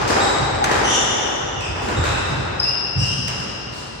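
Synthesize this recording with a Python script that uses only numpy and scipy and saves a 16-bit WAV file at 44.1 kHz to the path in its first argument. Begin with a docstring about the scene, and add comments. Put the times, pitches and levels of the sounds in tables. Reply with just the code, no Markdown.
"""Squash rally behind glass

A spaced microphone pair behind the glass back wall of a hard, very live court.
The ball cracks off rackets, walls and floor, rubber soles squeak and scuff, and feet thump the
sprung wooden boards. From here most of it arrives as the court's long ring, over ventilation rumble."""
import sys
import numpy as np
from scipy import signal
from scipy.fft import rfft, irfft, next_fast_len
from scipy.io import wavfile

SR = 44100
rng = np.random.default_rng(int(sys.argv[2]) if len(sys.argv) > 2 else 0)


def wrap_up_sound(samples):
    """Save the sound to the file named by the first command line argument, as 16-bit audio."""
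    columns = np.atleast_2d(samples).T
    # keep every value between -1 and 1, then stretch to whole-number steps
    tamed = np.clip(columns, -1, 1)
    steps = np.round(tamed * 32767).astype(np.int16)
    wavfile.write(sys.argv[1], SR, steps)


N = 176400
LEAD_S = 1  # play starts before t = 0, so the court is already ringing
M = N + LEAD_S * SR


def ball(size=2048):
    """Each impact sends one sharp pulse into the court; on the direct path it rattles briefly."""
    # impacts: t/s, level/dB, body/dB, snap/dB, direct path/dB,
    # direct brightness (1 = near racket, below 0 = far and dull), struck spot's ring f/Hz, its lift/dB
    hits = [(-.55, -13.5, 1, 6, -20, .3, 830, 4), (.012, -27.5, -9.5, -1, -9, -0.38, 1230, 11),
            (.076, -24.5, 1.5, 9.5, -17.5, 0.29, 5170, 4.5), (.1, -20.5, -2, -11.5, -11, -0.31, 406, 2.6),
            (.165, -20.5, -2, -5, -12, -.3, 802, 11.3), (.6402, -22.5, -1, -1, -7.5, .7, 1830, 8),
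            (.694, -26.5, -4, -8, -9, 0.095, 1400, 6.1), (.712, -24, -6, 2, -8, -0.54, 1850, 1.7),
            (.752, -26, -1, -5, -10, -0.2, 900, 6.1), (.815, -26, 4, -5.5, -10, -.4, 480, 8.3),
            (1.27, -36.5, -13, -13, -30, .3, 1400, 5.3), (1.606, -40.5, -4, 7, -13, 1.1, 2650, 3),
            (1.7568, -29.5, -3, -13, -12, -.3, 900, 5), (1.816, -27, 12, 3.5, -33, 0.78, 400, 2),
            (1.885, -24.5, 3.5, -4, -15.5, .2, 1450, 5), (2.0377, -23, -10.5, -1.5, -13, -.4, 1500, 4),
            (3.2787, -31, -1.5, 3, -11, 0.74, 1300, 1.4), (3.378, -37, 8, 9.5, -19, -0.29, 350, 5)]
    # spectrum of an impact: f/Hz, level/dB
    impact = [(60, 3), (170, -5), (320, -3), (520, 0), (820, -1), (1300, -0.5), (1900, -4.5), (2600, -9.5),
              (4000, -17.5), (6500, -10), (9500, -23.5), (14000, -34)]
    # extra treble on the direct path at brightness 1: f/Hz, gain/dB
    near_tilt = [(300, -10), (1000, 1), (2000, 3), (3500, 5.5), (8000, 9.5), (14000, 12)]
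    # resonances of the struck walls: f/Hz, half width/Hz, lift/dB
    panels = [(760, 110, 0), (1208, 13, 4), (355, 55, 4)]
    body_hz, snap_hz, ring_width = 485, 2870, .098  # half width as a share of the ring's pitch
    rise_s, decay_s = .0012, .0052
    echo_s, echo_db = .018, -13  # first reflection from a nearby wall
    direct, room = np.zeros((2, M))
    hz, t = np.fft.rfftfreq(size, 1 / SR), np.arange(size) / SR
    walls = sum(lift_db / (1 + ((hz - centre) / width) ** 2) for centre, width, lift_db in panels)
    envelope = np.exp(-t / decay_s) * (1 - np.exp(-t / rise_s))
    for s, db, body_db, snap_db, direct_db, bright, ring_hz, ring_db in hits:
        body = body_db / (1 + (hz / body_hz) ** 4)
        snap = snap_db * (1 - 1 / (1 + (hz / snap_hz) ** 4))
        ring = ring_db / (1 + ((hz / ring_hz - 1) / ring_width) ** 2)
        spectrum = curve(hz, impact) + walls + body + snap + ring
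        add(room, s, at_level(pulse(spectrum), db))
        rattle = rng.standard_normal(size) * envelope
        crack = signal.fftconvolve(pulse(spectrum + bright * curve(hz, near_tilt)), rattle)
        add(direct, s, at_level(crack, db + direct_db))
        add(direct, s + echo_s, at_level(crack, db + direct_db + echo_db))
    return np.array([direct, room])


def swing(start_s=.6, length_s=.039, pitch_hz=799.7, scatter=.07, db=-29.5):
    """The racket cuts the air before one stroke: a short, hollow whoosh that peaks late."""
    out, t = np.zeros(M), clock(length_s)
    hz = pitch_hz * (1 + scatter * wander(pitch_hz / 2, len(t)))
    eddies = np.sin(2 * np.pi * np.cumsum(hz) / SR)
    swell = np.sin(np.pi * (t / t[-1]) ** 2)
    add(out, start_s, at_level(eddies * swell, db))
    return np.array([out, out])


def squeaks(edge_s=.0068, direct_db=-9.5):
    """Rubber sticks and slips on the varnish: a rough, wobbling whistle with two overtones."""
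    # sole squeaks: t/s, length/s, start f/Hz, end f/Hz, level/dB, 2nd and 3rd harmonic/dB, wobble/share
    slides = [(.2, .045, 3770, 3845, -30.5, 2, -35, 0.026), (.29, .045, 3824, 3860, -36, 4, -29, .02),
              (0.839, 0.0808, 3040, 2934, -22.5, 3, -11.5, 0.06),
              (.875, .1, 3430, 3580, -25.5, 4, -34, 0.033),
              (.912, 0.0603, 3068, 2897, -22, 10, -11.5, 0.0364),
              (.935, 0.03, 2858, 2836, -28.5, 1.5, -18, 0.0065),
              (.95, .04, 3500, 3510, -35.5, -1, -22, 0.011),
              (1.597, .071, 2556, 2700, -33.5, -5.5, -10.5, .05),
              (1.956, .037, 3700, 3780, -36.5, 1, -35, 0.04),
              (2.047, 0.078, 3745, 3847, -36.5, -5.5, -39.5, 0.0574),
              (2.08, .12, 2630, 2643, -34, -9, -10, 0.029),
              (2.595, .014, 5130, 5160, -23.5, -33, -29, .014),
              (2.618, .06, 5110, 5190, -26.3, -26, -50, .044),
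              (2.63, 0.0862, 2687, 2860, -31, -1.5, -21, 0.02),
              (2.978, .035, 2775, 2800, -32, 5, -13, 0.028),
              (2.99, .09, 5130, 5180, -29.5, -32, -46, 0.026), (3.003, .05, 2814, 2834, -28, -1, -16, .03),
              (3.062, 0.0808, 2840, 2957, -31.5, 0.5, -12, .065)]
    wobble_hz, rasp = 653.2, .33
    jitter_hz, jitter, grit_hz, grit = 2978, .016, 1080, .11  # slip-to-slip scatter of period and size
    out = np.zeros(M)
    for s, length, start_hz, end_hz, db, second_db, third_db, wobble in slides:
        t = clock(length)
        waver = 1 + wobble * wander(wobble_hz, len(t)) + jitter * wander(jitter_hz, len(t))
        hz = np.linspace(start_hz, end_hz, len(t)) * waver
        phase = 2 * np.pi * np.cumsum(hz) / SR
        tone = np.sin(phase) + amp(second_db) * np.sin(2 * phase) + amp(third_db) * np.sin(3 * phase)
        fade = np.clip(np.minimum(t, t[-1] - t) / edge_s, 0, 1)
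        grip = np.exp(rasp * wander(wobble_hz, len(t)))
        slip_size = 1 + grit * wander(grit_hz, len(t))
        add(out, s, at_level(tone * fade * grip * slip_size, db))
    return np.array([amp(direct_db) * out, out])


def steps(push_s=.015, room_db=-2):
    """Each foot's soft push sets the sprung boards booming."""
    # footfalls: t/s, level/dB, main pitch of the boards f/Hz, direct path/dB
    footfalls = [(-.3, -20.5, 86.2, -2), (0.0, -32.5, 102, -1), (0.14, -38, 72.2, -7),
                 (.39, -28.5, 112.3, -2.5), (.518, -28, 83.3, -5), (.659, -35, 96.5, -3),
                 (0.999, -36.5, 87.3, -2), (1.42, -32, 88.2, -4.5), (1.561, -30.5, 91, -4.5),
                 (1.68, -28.5, 73.7, -2), (1.966, -24.5, 83.4, -0.5), (1.992, -29, 87.5, -1),
                 (2.069, -26.5, 84.5, -3), (2.148, -37.5, 79, 0), (2.293, -32.5, 120.2, -0.5),
                 (2.36, -30, 107.1, -4), (2.954, -25, 101.4, 0.5), (2.998, -26, 102.9, 1.5),
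                 (3.1, -36, 134.6, -5), (3.17, -40, 201.9, -2), (3.377, -45.5, 128.5, -2)]
    # floor modes: multiple of the main pitch, level/dB, t60/s
    boards = [(.6, -15.5, 0.47), (.83, -7, 0.058), (0.998, -2.5, 0.19), (1.222, -5, 0.22),
              (1.703, -13, 0.18), (2.8, -21, 0.095)]
    direct, room = np.zeros((2, M))
    t = clock(.5)
    push = 1 - np.exp(-(t / push_s) ** 2)
    for s, db, pitch_hz, direct_db in footfalls:
        boom = sum(amp(mode_db) * np.sin(2 * np.pi * pitch_hz * ratio * t) * decay(t, t60)
                   for ratio, mode_db, t60 in boards)
        thump = at_level(boom * push, db)
        add(direct, s, amp(direct_db) * thump)
        add(room, s, amp(room_db) * thump)
    return np.array([direct, room])


def scuffs(direct_db=-17):
    """A sole slides without gripping: a short hiss that dies as the foot stops."""
    # sliding soles: t/s, length/s, level/dB
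    slides = [(0.214, .1, -35), (0.861, .08, -33.5), (1.831, 0.1, -42.5), (2.267, 0.015, -42.5),
              (2.976, 0.12, -33), (3.72, 0.098, -37.5)]
    # spectrum of the friction: f/Hz, level/dB
    friction = [(200, -1), (900, 4.5), (1600, 4.5), (2500, -10.5), (5000, 2), (8000, -1), (10000, -10.5),
                (14000, -20)]
    out = np.zeros(M)
    for s, length, db in slides:
        t = clock(length)
        hiss = colour(rng.standard_normal(SR), friction)[:len(t)]
        add(out, s, at_level(hiss * np.sqrt(1 - t / t[-1]), db))
    return np.array([amp(direct_db) * out, out])


def court(x, build_s=.0099, early_s=.1, early_db=-3, echoes_per_s=700):
    """Separate wall echoes thicken into a long ring whose treble dies first."""
    # reverberation time of the court: f/Hz, t60/s
    bands = [(40, 4.8), (100, 2.3), (250, 4.6), (500, 5.42), (1000, 4.55), (2000, 3.85), (3200, 3.15),
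             (5000, 2.42), (7000, 1.78), (10000, 1.2), (16000, 0.42)]
    t, hz = np.arange(M) / SR, np.fft.rfftfreq(M, 1 / SR)
    dense = rng.standard_normal((2, M))
    echoes = rng.standard_normal((2, M)) * (rng.random((2, M)) < echoes_per_s / SR)
    early = amp(early_db) * np.sqrt(SR / echoes_per_s) * echoes * np.exp(-t / early_s)
    build = 1 - np.exp(-t / build_s)
    field = rfft(spaced_pair((dense + early) * build))
    centres, ring = np.array(bands)[:, 0], 0
    for share, (_, t60) in zip(np.eye(len(bands)), bands):
        band = irfft(field * curve(hz, np.c_[centres, share]), M)
        ring = ring + band * decay(t, t60)
    return signal.fftconvolve(x[None], ring * 2 / np.sqrt(SR), axes=1)[:, :M]


def ventilation(db=-37.5):
    """Room tone: the hall's steady low air noise, arriving from all round."""
    # spectrum of the moving air: f/Hz, level/dB
    rumble = [(20, -36.5), (55, 7), (120, -0.5), (250, -6), (800, -19.5), (2000, -23), (6000, -26),
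              (14000, -64.5)]
    air = colour(spaced_pair(rng.standard_normal((2, M))), rumble)
    return air * amp(db) / air.std()


def spaced_pair(x, alike_hz=381):
    """Two unrelated signals become a diffuse field at two microphones, alike in the bass."""
    alike = np.sinc(np.fft.rfftfreq(x.shape[-1], 1 / SR) / alike_hz)
    mid, side = rfft(x) * np.sqrt([1 + alike, 1 - alike]) / np.sqrt(2)
    return irfft(np.array([mid + side, mid - side]), x.shape[-1])


def amp(db):
    """Decibels to gain."""
    return 10 ** (np.asarray(db) / 20)


def decay(t, t60):
    """A fall of 60 dB every t60 seconds."""
    return np.exp(-np.log(1000) * t / t60)


def curve(hz, points):
    """Read (f/Hz, value) points on a log-frequency axis."""
    p = np.array(points, float)
    return np.interp(np.log(hz + 1e-9), np.log(p[:, 0]), p[:, 1])


def colour(x, points):
    """Filter by a (f/Hz, gain/dB) curve."""
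    n = next_fast_len(x.shape[-1])
    gain = amp(curve(np.fft.rfftfreq(n, 1 / SR), points))
    return irfft(rfft(x, n) * gain, n)[..., :x.shape[-1]]


def clock(length_s):
    """Sample times over a length."""
    return np.arange(max(int(length_s * SR), 8)) / SR


def at_level(x, db):
    """Scale a sound so that its energy, spread over a quarter second, has this level."""
    return x * amp(db) / np.sqrt(np.sum(x ** 2) * 4 / SR)


def add(track, s, x):
    """Mix a sound in at s seconds."""
    i = max(int((s + LEAD_S) * SR), 0)
    track[i:i + len(x)] += x[:len(track) - i]


def wander(rate_hz, size):
    """Smooth random motion, spread near 1."""
    return np.interp(np.arange(size) * rate_hz / SR, np.arange(1024), rng.standard_normal(1024))


def pulse(db):
    """The shortest causal pulse with this spectrum."""
    cepstrum = irfft(np.log(amp(db)))
    half = len(cepstrum) // 2
    cepstrum[1:half] *= 2
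    cepstrum[half + 1:] = 0
    return irfft(np.exp(rfft(cepstrum)))


def scene(left_lead_s=.00052):
    """Ball and feet reach the left microphone first; the court's ring and room tone fill both."""
    direct, room = ball() + swing() + squeaks() + steps() + scuffs()
    direct_pair = np.array([direct, np.roll(direct, int(left_lead_s * SR))])
    return (direct_pair + court(room) + ventilation())[:, -N:]


def record(dry, top_hz=15800):
    """The left is a little brighter; the treble has a narrow gap and the top is cut steeply."""
    # overall tone colour, with a deep, narrow gap near 11 kHz: f/Hz, gain/dB
    tone_colour = [(20, -47), (50, -7), (125, 1.5), (1500, 0), (4000, 3.5), (4600, 0.5), (5130, 0),
                   (5450, -4), (6300, -2.5), (10100, 2), (11400, -35), (13000, 7), (15500, -2)]
    # the left side's own colour, mainly a presence lift: f/Hz, gain/dB
    left_lift = [(70, 0), (130, -2), (300, 2), (2500, 0), (3600, 2), (4500, 4.5), (5500, 6), (6400, 0)]
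    heard = colour(np.array([colour(dry[0], left_lift), dry[1]]), tone_colour)
    return signal.sosfilt(signal.ellip(8, .2, 70, top_hz, fs=SR, output="sos"), heard)


dry = scene()
out = record(dry)
wrap_up_sound(out)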